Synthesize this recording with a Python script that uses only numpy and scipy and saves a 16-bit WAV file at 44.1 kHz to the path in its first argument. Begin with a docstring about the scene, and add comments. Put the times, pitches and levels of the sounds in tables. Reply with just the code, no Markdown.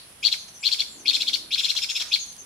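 """The echo of an earlier note dies away in a thicket. From 0.2 s a small bird scolds in growing bursts
of short, harsh notes: each one whistle that warbles fast as it climbs, then drops; leaves scatter it.
A low rush swells and fades from 0.8 to 1.7 s. Near 2 s the bird hops round, wings flicking, claws
ticking on bark, and gives one last note. Throughout: thin high calls of other birds, a band of
insect hiss, faint outdoor rumble."""
import sys
import numpy as np
from scipy import signal
from scipy.fft import rfft, irfft
from scipy.io import wavfile
from scipy.ndimage import uniform_filter1d, minimum_filter1d

SR = 44100
rng = np.random.default_rng(int(sys.argv[2]) if len(sys.argv) > 2 else 0)


def int16_out(signal):
    """Quantize to a 16-bit WAV file."""
    q = np.round(np.clip(np.atleast_2d(signal).T, -1, 1) * 32767)
    wavfile.write(sys.argv[1], SR, q.astype(np.int16))


N = 108045

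# scolding notes: top crest t/s, climb/s, drop/s, top f/Hz, level/dB, overtones/dB, left-right/dB
SCOLD_NOTES = [(0.2692, 0.045, .021, 4690, -11, -4.5, 4), (0.328, .017, .018, 4100, -13.5, -1, 4.5),
               (0.677, .050, 0.018, 4595, -11, -3, 5), (0.7359, 0.03, 0.01356, 4664, -12.5, 3, 2.5),
               (.806, .025, .019, 4334, -13, 0.5, 1.5), (1.0985, 0.048, .020, 4526, -11, -6, 3.5),
               (1.153, .029, 0.02, 4449, -11.5, 1.5, 4), (1.2204, .026, 0.015, 4196, -13.5, 0.5, 3),
               (1.2884, 0.026, .012, 4569, -11.5, -3, -1), (1.3502, .027, 0.011, 4630, -11, -1.5, 1.5),
               (1.5469, .042, .016, 4394, -11.5, -6, 3), (1.596, .026, .019, 4036, -10.5, -1.5, 3),
               (1.6545, .027, .016, 4290, -11, -1, 5), (1.7056, .028, .015, 4187, -12, 1, 4),
               (1.777, .022, .017, 4294, -11.5, 3.5, 5.5), (1.8346, 0.022, .015, 3750, -14.5, 7, 2),
               (1.9056, 0.02184, .015, 3914, -15, 2, 4), (1.9695, .026, .012, 4007, -14.5, 3.5, 0),
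               (2.009, .018, .019, 4050, -15.5, 5, 3), (2.149, .040, .016, 4386, -9.5, -6.5, 2.5)]
# throat and beak resonances, with ground-reflection notches near 2.9 and 4.8 kHz: f/Hz, gain/dB
VOICE_COLOUR = [(1100, -19), (1550, -12), (1800, -30.5), (2150, -9.5), (2450, -5), (2650, -13), (2950, -21),
                (3150, -11), (3520, -6), (3850, -8.5), (4200, -4), (4520, -1.5), (4830, -15.5), (5270, -5),
                (5550, -13), (6100, -28), (6800, -25), (7500, -17.5), (8600, -45), (15000, -41)]
# air noise in the voice: f/Hz, level/dB
RASP_SPECTRUM = [(300, -18.5), (1200, -14.5), (2500, -6), (5000, 8.5), (7500, -5.5), (9500, -7.5),
                 (13500, -13.5), (15500, -20)]
# direct sound at the ears: f/Hz, left-right/dB
DIRECT_BALANCE = [(2400, -5), (3500, 3), (4000, -1), (4450, 15.5), (5300, 8.5), (8000, -6), (14000, 17)]
# foliage echo: f/Hz, gain/dB
FOLIAGE_GAIN = [(2400, -6.5), (3400, -2), (4400, 2), (5300, 3.5), (7000, 8), (12000, -16)]
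# echo of an earlier note: f/Hz, level/dB
RING_SPECTRUM = [(3000, -11), (3900, -5), (4400, 2), (4800, -9), (7000, -25)]
# wing flicks, feather rustles: t/s, length/s, level/dB
WING_FLICKS = [(0.257, 0.013, -42), (0.48, 0.013, -49), (1.751, 0.0064, -33), (2, 0.026, -39),
               (2.023, 0.0055, -38), (2.032, 0.08, -45)]
# wing noise: f/Hz, level/dB
WING_SPECTRUM = [(150, -7), (600, -4.5), (1300, 3.5), (2500, 2), (6000, 8.5), (15000, -26)]
# claws on bark: t/s, level/dB
CLAW_TICKS = [(2.023, -38), (2.263, -39.5), (2.327, -39.5), (2.365, -38.5)]
# claw noise: f/Hz, level/dB
CLAW_SPECTRUM = [(1500, -22), (5000, -1), (8000, -2), (15000, -18)]
# other birds: t/s, length/s, first f/Hz, last f/Hz, level/dB
OTHER_CALLS = [(0.219, .03, 7130, 6330, -48.5), (0.375, 0.058, 6300, 6220, -49),
               (.47, 0.037, 6480, 5560, -52.5), (0.536, 0.053, 6080, 5850, -49.5),
               (.60, 0.038, 7500, 7400, -49), (0.869, .125, 7600, 6950, -52),
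               (.975, 0.047, 6330, 5870, -51), (1.195, 0.1145, 7650, 7260, -58),
               (1.615, .04, 7190, 6724, -40.5), (1.893, 0.0417, 7050, 6270, -39),
               (2.082, .025, 6736, 6300, -46.5), (2.188, 0.05, 6730, 6300, -37),
               (2.266, .05, 6350, 6200, -44), (2.378, 0.036, 6500, 6200, -44.5)]
# outdoor rumble: f/Hz, level/dB
RUMBLE_SPECTRUM = [(15, -52), (25, -13), (43, -2.5), (96, -3.5), (164, -5.5), (189, -3.5), (282, -7.5),
                   (421, -9), (1040, -10.5), (1120, -11), (3000, -14), (3900, -49), (6600, -120)]
# rumble, side relative to mid: f/Hz, gain/dB
RUMBLE_SIDE = [(60, -14), (120, -13), (250, -7), (600, -1), (3000, -1)]
# low rush, envelope: t/s, level/dB
RUSH_ENVELOPE = [(.8, -77), (1.0, -53), (1.25, -55.5), (1.45, -56.5), (1.7, -74)]
# low rush: f/Hz, level/dB
RUSH_SPECTRUM = [(120, -65), (220, -3.5), (280, 1.5), (380, -5), (520, -11), (900, -15.5)]
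# insect hiss: f/Hz, level/dB
INSECT_SPECTRUM = [(2000, -10), (3300, 2.5), (4300, -4.5), (5200, 0), (7000, -6.5), (8500, -3),
                   (10200, 7.5), (11200, 1.5), (12200, -10.5), (15500, -17)]

WARBLE_HZ, TROUGH_RATIO = 115.9, 0.68
CREST_BASE_HZ, TROUGH_BASE_HZ, END_HZ = 3271, 2952, 1240
LOWERING_HZ_PER_S = 17000  # longer climbs start further below the base
ATTACK_S, PLUNGE_S, RELEASE_S = 0.01, 0.017, 0.0016
LEAD_IN_DB, FADE_DB = -9, -14
LEAVES_DB, LEAVES_T60_S = -4, 0.07


def whistle_contours(t):
    """Per note, the pitch swings between trough and crest while it climbs, then plunges."""
    pitch_hz = np.full(N, float(TROUGH_BASE_HZ))
    level, brightness, balance_db = np.zeros((3, N))
    for peak_s, climb_s, drop_s, top_hz, db, overtones_db, pan_db in SCOLD_NOTES:
        on = (t > peak_s - climb_s) & (t < peak_s + drop_s)
        offset_s = t[on] - peak_s
        before, after = np.maximum(-offset_s / climb_s, 0), np.maximum(offset_s / drop_s, 0)
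        plunge = np.maximum(1 - (drop_s - offset_s) / min(PLUNGE_S, drop_s), 0)
        lowering_hz = LOWERING_HZ_PER_S * climb_s
        crest_hz = top_hz - (top_hz - CREST_BASE_HZ + lowering_hz) * before ** 2
        crest_hz -= (top_hz - END_HZ) * plunge ** 1.4
        low_hz = top_hz * TROUGH_RATIO
        trough_hz = low_hz - (low_hz - TROUGH_BASE_HZ + lowering_hz) * (before + after) ** 1.3
        trough_hz = np.minimum(trough_hz, crest_hz)
        pitch_hz[on] = trough_hz + (crest_hz - trough_hz) * np.cos(np.pi * WARBLE_HZ * offset_s) ** 2
        effort = undb(LEAD_IN_DB * before ** 1.83 + FADE_DB * after ** 1.83)
        attack = np.minimum((offset_s + climb_s) / ATTACK_S, 1)
        release = np.minimum((drop_s - offset_s) / RELEASE_S, 1)
        level[on] = undb(db) * effort * attack * release
        brightness[on] = undb(overtones_db) * np.sqrt(effort)
        balance_db[on] = pan_db
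    return pitch_hz, level, brightness, balance_db


def scolding_bird(t):
    """Throat, beak and a ground reflection colour a whistle; air adds rasp; foliage echoes both."""
    pitch_hz, level, brightness, balance_db = whistle_contours(t)
    pitch_hz *= 1 + 0.0199 * walk(rate_hz=1500) + 0.01205 * walk(rate_hz=165.4)  # jitter, wander
    level *= undb(2.27 * walk(rate_hz=640))  # shimmer
    phase = 2 * np.pi * np.cumsum(pitch_hz) / SR
    overtones = undb(-3) * np.sin(2 * phase) + undb(-11) * np.sin(3 * phase)
    voice = colour(level * (np.sin(phase) + brightness * overtones), VOICE_COLOUR)
    rasp = undb(-26.5) * level * np.sqrt(brightness) * noise(RASP_SPECTRUM)
    ear_curves = [[(hz, ear * db / 2) for hz, db in DIRECT_BALANCE] for ear in (1, -1)]
    direct = np.array([colour(voice + rasp, curve) for curve in ear_curves]) * pan(balance_db)
    short_echo = undb(LEAVES_DB) * scatter(voice, LEAVES_T60_S)
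    long_echo = undb(-7.5) * scatter(colour(voice, FOLIAGE_GAIN), t60_s=0.48)
    rasp_echo = undb(8) * scatter(rasp, t60_s=0.28)
    return direct + short_echo + long_echo + rasp_echo


def thicket_ring(t):
    """An earlier note's echo dies away near the pitch of the loudest crests."""
    ring = np.array([noise(RING_SPECTRUM) for _ in range(2)])
    return undb(-45.5) * ring * decay(t, t60_s=0.37)


def hop(t, tick_s=0.0017):
    """Wings push puffs of air; claws tick on the branch."""
    puffs = sum(undb(db) * arch(t, start_s, length_s) for start_s, length_s, db in WING_FLICKS)
    ticks = sum(undb(db) * (t > start_s) * np.exp(-np.abs(t - start_s) / tick_s)
                for start_s, db in CLAW_TICKS)
    direct = puffs * noise(WING_SPECTRUM) + ticks * noise(CLAW_SPECTRUM)
    return direct * pan(db=-11.5) + undb(LEAVES_DB) * scatter(direct, LEAVES_T60_S)


def other_birds(t):
    """Thin, slightly falling, wavering whistles from deeper in the thicket."""
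    calls = np.zeros(N)
    waver = 1 + 0.038 * walk(rate_hz=1150)
    for start_s, length_s, first_hz, last_hz, db in OTHER_CALLS:
        hz = np.interp(t, [start_s, start_s + length_s], [first_hz, last_hz]) * waver
        calls += undb(db) * arch(t, start_s, length_s) * np.sin(2 * np.pi * np.cumsum(hz) / SR)
    return calls * pan(db=10) + undb(6.5) * scatter(calls, t60_s=0.2)


def rumble():
    """Outdoor air, alike at both ears in the bass."""
    side = colour(noise(RUMBLE_SPECTRUM), RUMBLE_SIDE)
    return undb(-56.5) * (noise(RUMBLE_SPECTRUM) + np.array([side, -side]))


def low_rush(t):
    """Low noise swells and fades."""
    level = undb(np.interp(t, *np.array(RUSH_ENVELOPE).T))
    mid, side = noise(RUSH_SPECTRUM), 0.35 * noise(RUSH_SPECTRUM)
    return level * (mid + np.array([side, -side]))


def insects():
    """Steady high hiss; the level flickers slightly."""
    hiss = np.array([noise(INSECT_SPECTRUM) * undb(-0.6 * walk(rate_hz=25)) for _ in range(2)])
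    return undb(-50.5) * pan(db=-2.5) * hiss


def scatter(x, t60_s):
    """Countless small decaying echoes after a 1.5 ms gap, different at each ear."""
    t = np.arange(SR) / SR
    tail = rng.standard_normal((2, SR)) * decay(t, t60_s) * (t > 0.0015)
    tail /= np.sqrt((tail ** 2).sum(1, keepdims=True))
    return signal.fftconvolve(x[None], tail, axes=1)[:, :N]


def undb(db):
    return 10 ** (np.asarray(db) / 20)


def decay(t, t60_s):
    return np.exp(-np.log(1000) * t / t60_s)


def gain_at(curve, hz):
    """Linear gain from a (f/Hz, level/dB) curve, log-frequency axis."""
    curve_hz, curve_db = np.array(curve, float).T
    return undb(np.interp(np.log(np.maximum(hz, 1)), np.log(curve_hz), curve_db))


def colour(x, curve):
    """Filter by a (f/Hz, gain/dB) curve."""
    return irfft(rfft(x) * gain_at(curve, np.arange(N // 2 + 1) * SR / N), N)


def noise(spectrum):
    """Shaped noise, rms 1; 12 dB/octave roll-off outside the spectrum."""
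    hz = np.arange(N // 2 + 1) * SR / N
    edges = np.minimum(hz / spectrum[0][0], 1) ** 2 * np.minimum(spectrum[-1][0] / (hz + 1), 1) ** 2
    x = irfft(rfft(rng.standard_normal(N)) * gain_at(spectrum, hz) * edges, N)
    return x / x.std()


def walk(rate_hz):
    """Smooth random signal, standard deviation 1."""
    span = int(SR / rate_hz)
    x = uniform_filter1d(uniform_filter1d(rng.standard_normal(N), span), span)
    return x / x.std()


def pan(db):
    """Stereo gains for a left-right level difference."""
    return undb(np.array([[1], [-1]]) * db / 2)


def arch(t, start_s, length_s):
    """Rounded envelope, 0 to 1 and back."""
    return np.sqrt(np.abs(np.sin(np.pi * np.clip((t - start_s) / length_s, 0, 1))))


def scene():
    t = np.arange(N) / SR
    birds = scolding_bird(t) + thicket_ring(t) + other_birds(t) + hop(t)
    return birds + rumble() + low_rush(t) + insects()


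def record(dry, ceiling=0.65, limiter_s=0.0022, cutoff_hz=15700):
    """A fast limiter holds down the loudest crests; a steep low-pass cuts the top."""
    span = int(limiter_s * SR)
    needed_gain = ceiling / np.maximum(np.abs(dry).max(0), ceiling)
    gain = uniform_filter1d(minimum_filter1d(needed_gain, span), span)
    lowpass = signal.ellip(10, 0.2, 80, cutoff_hz, fs=SR, output="sos")
    return signal.sosfilt(lowpass, dry * gain)


dry = scene()
out = record(dry)
int16_out(out)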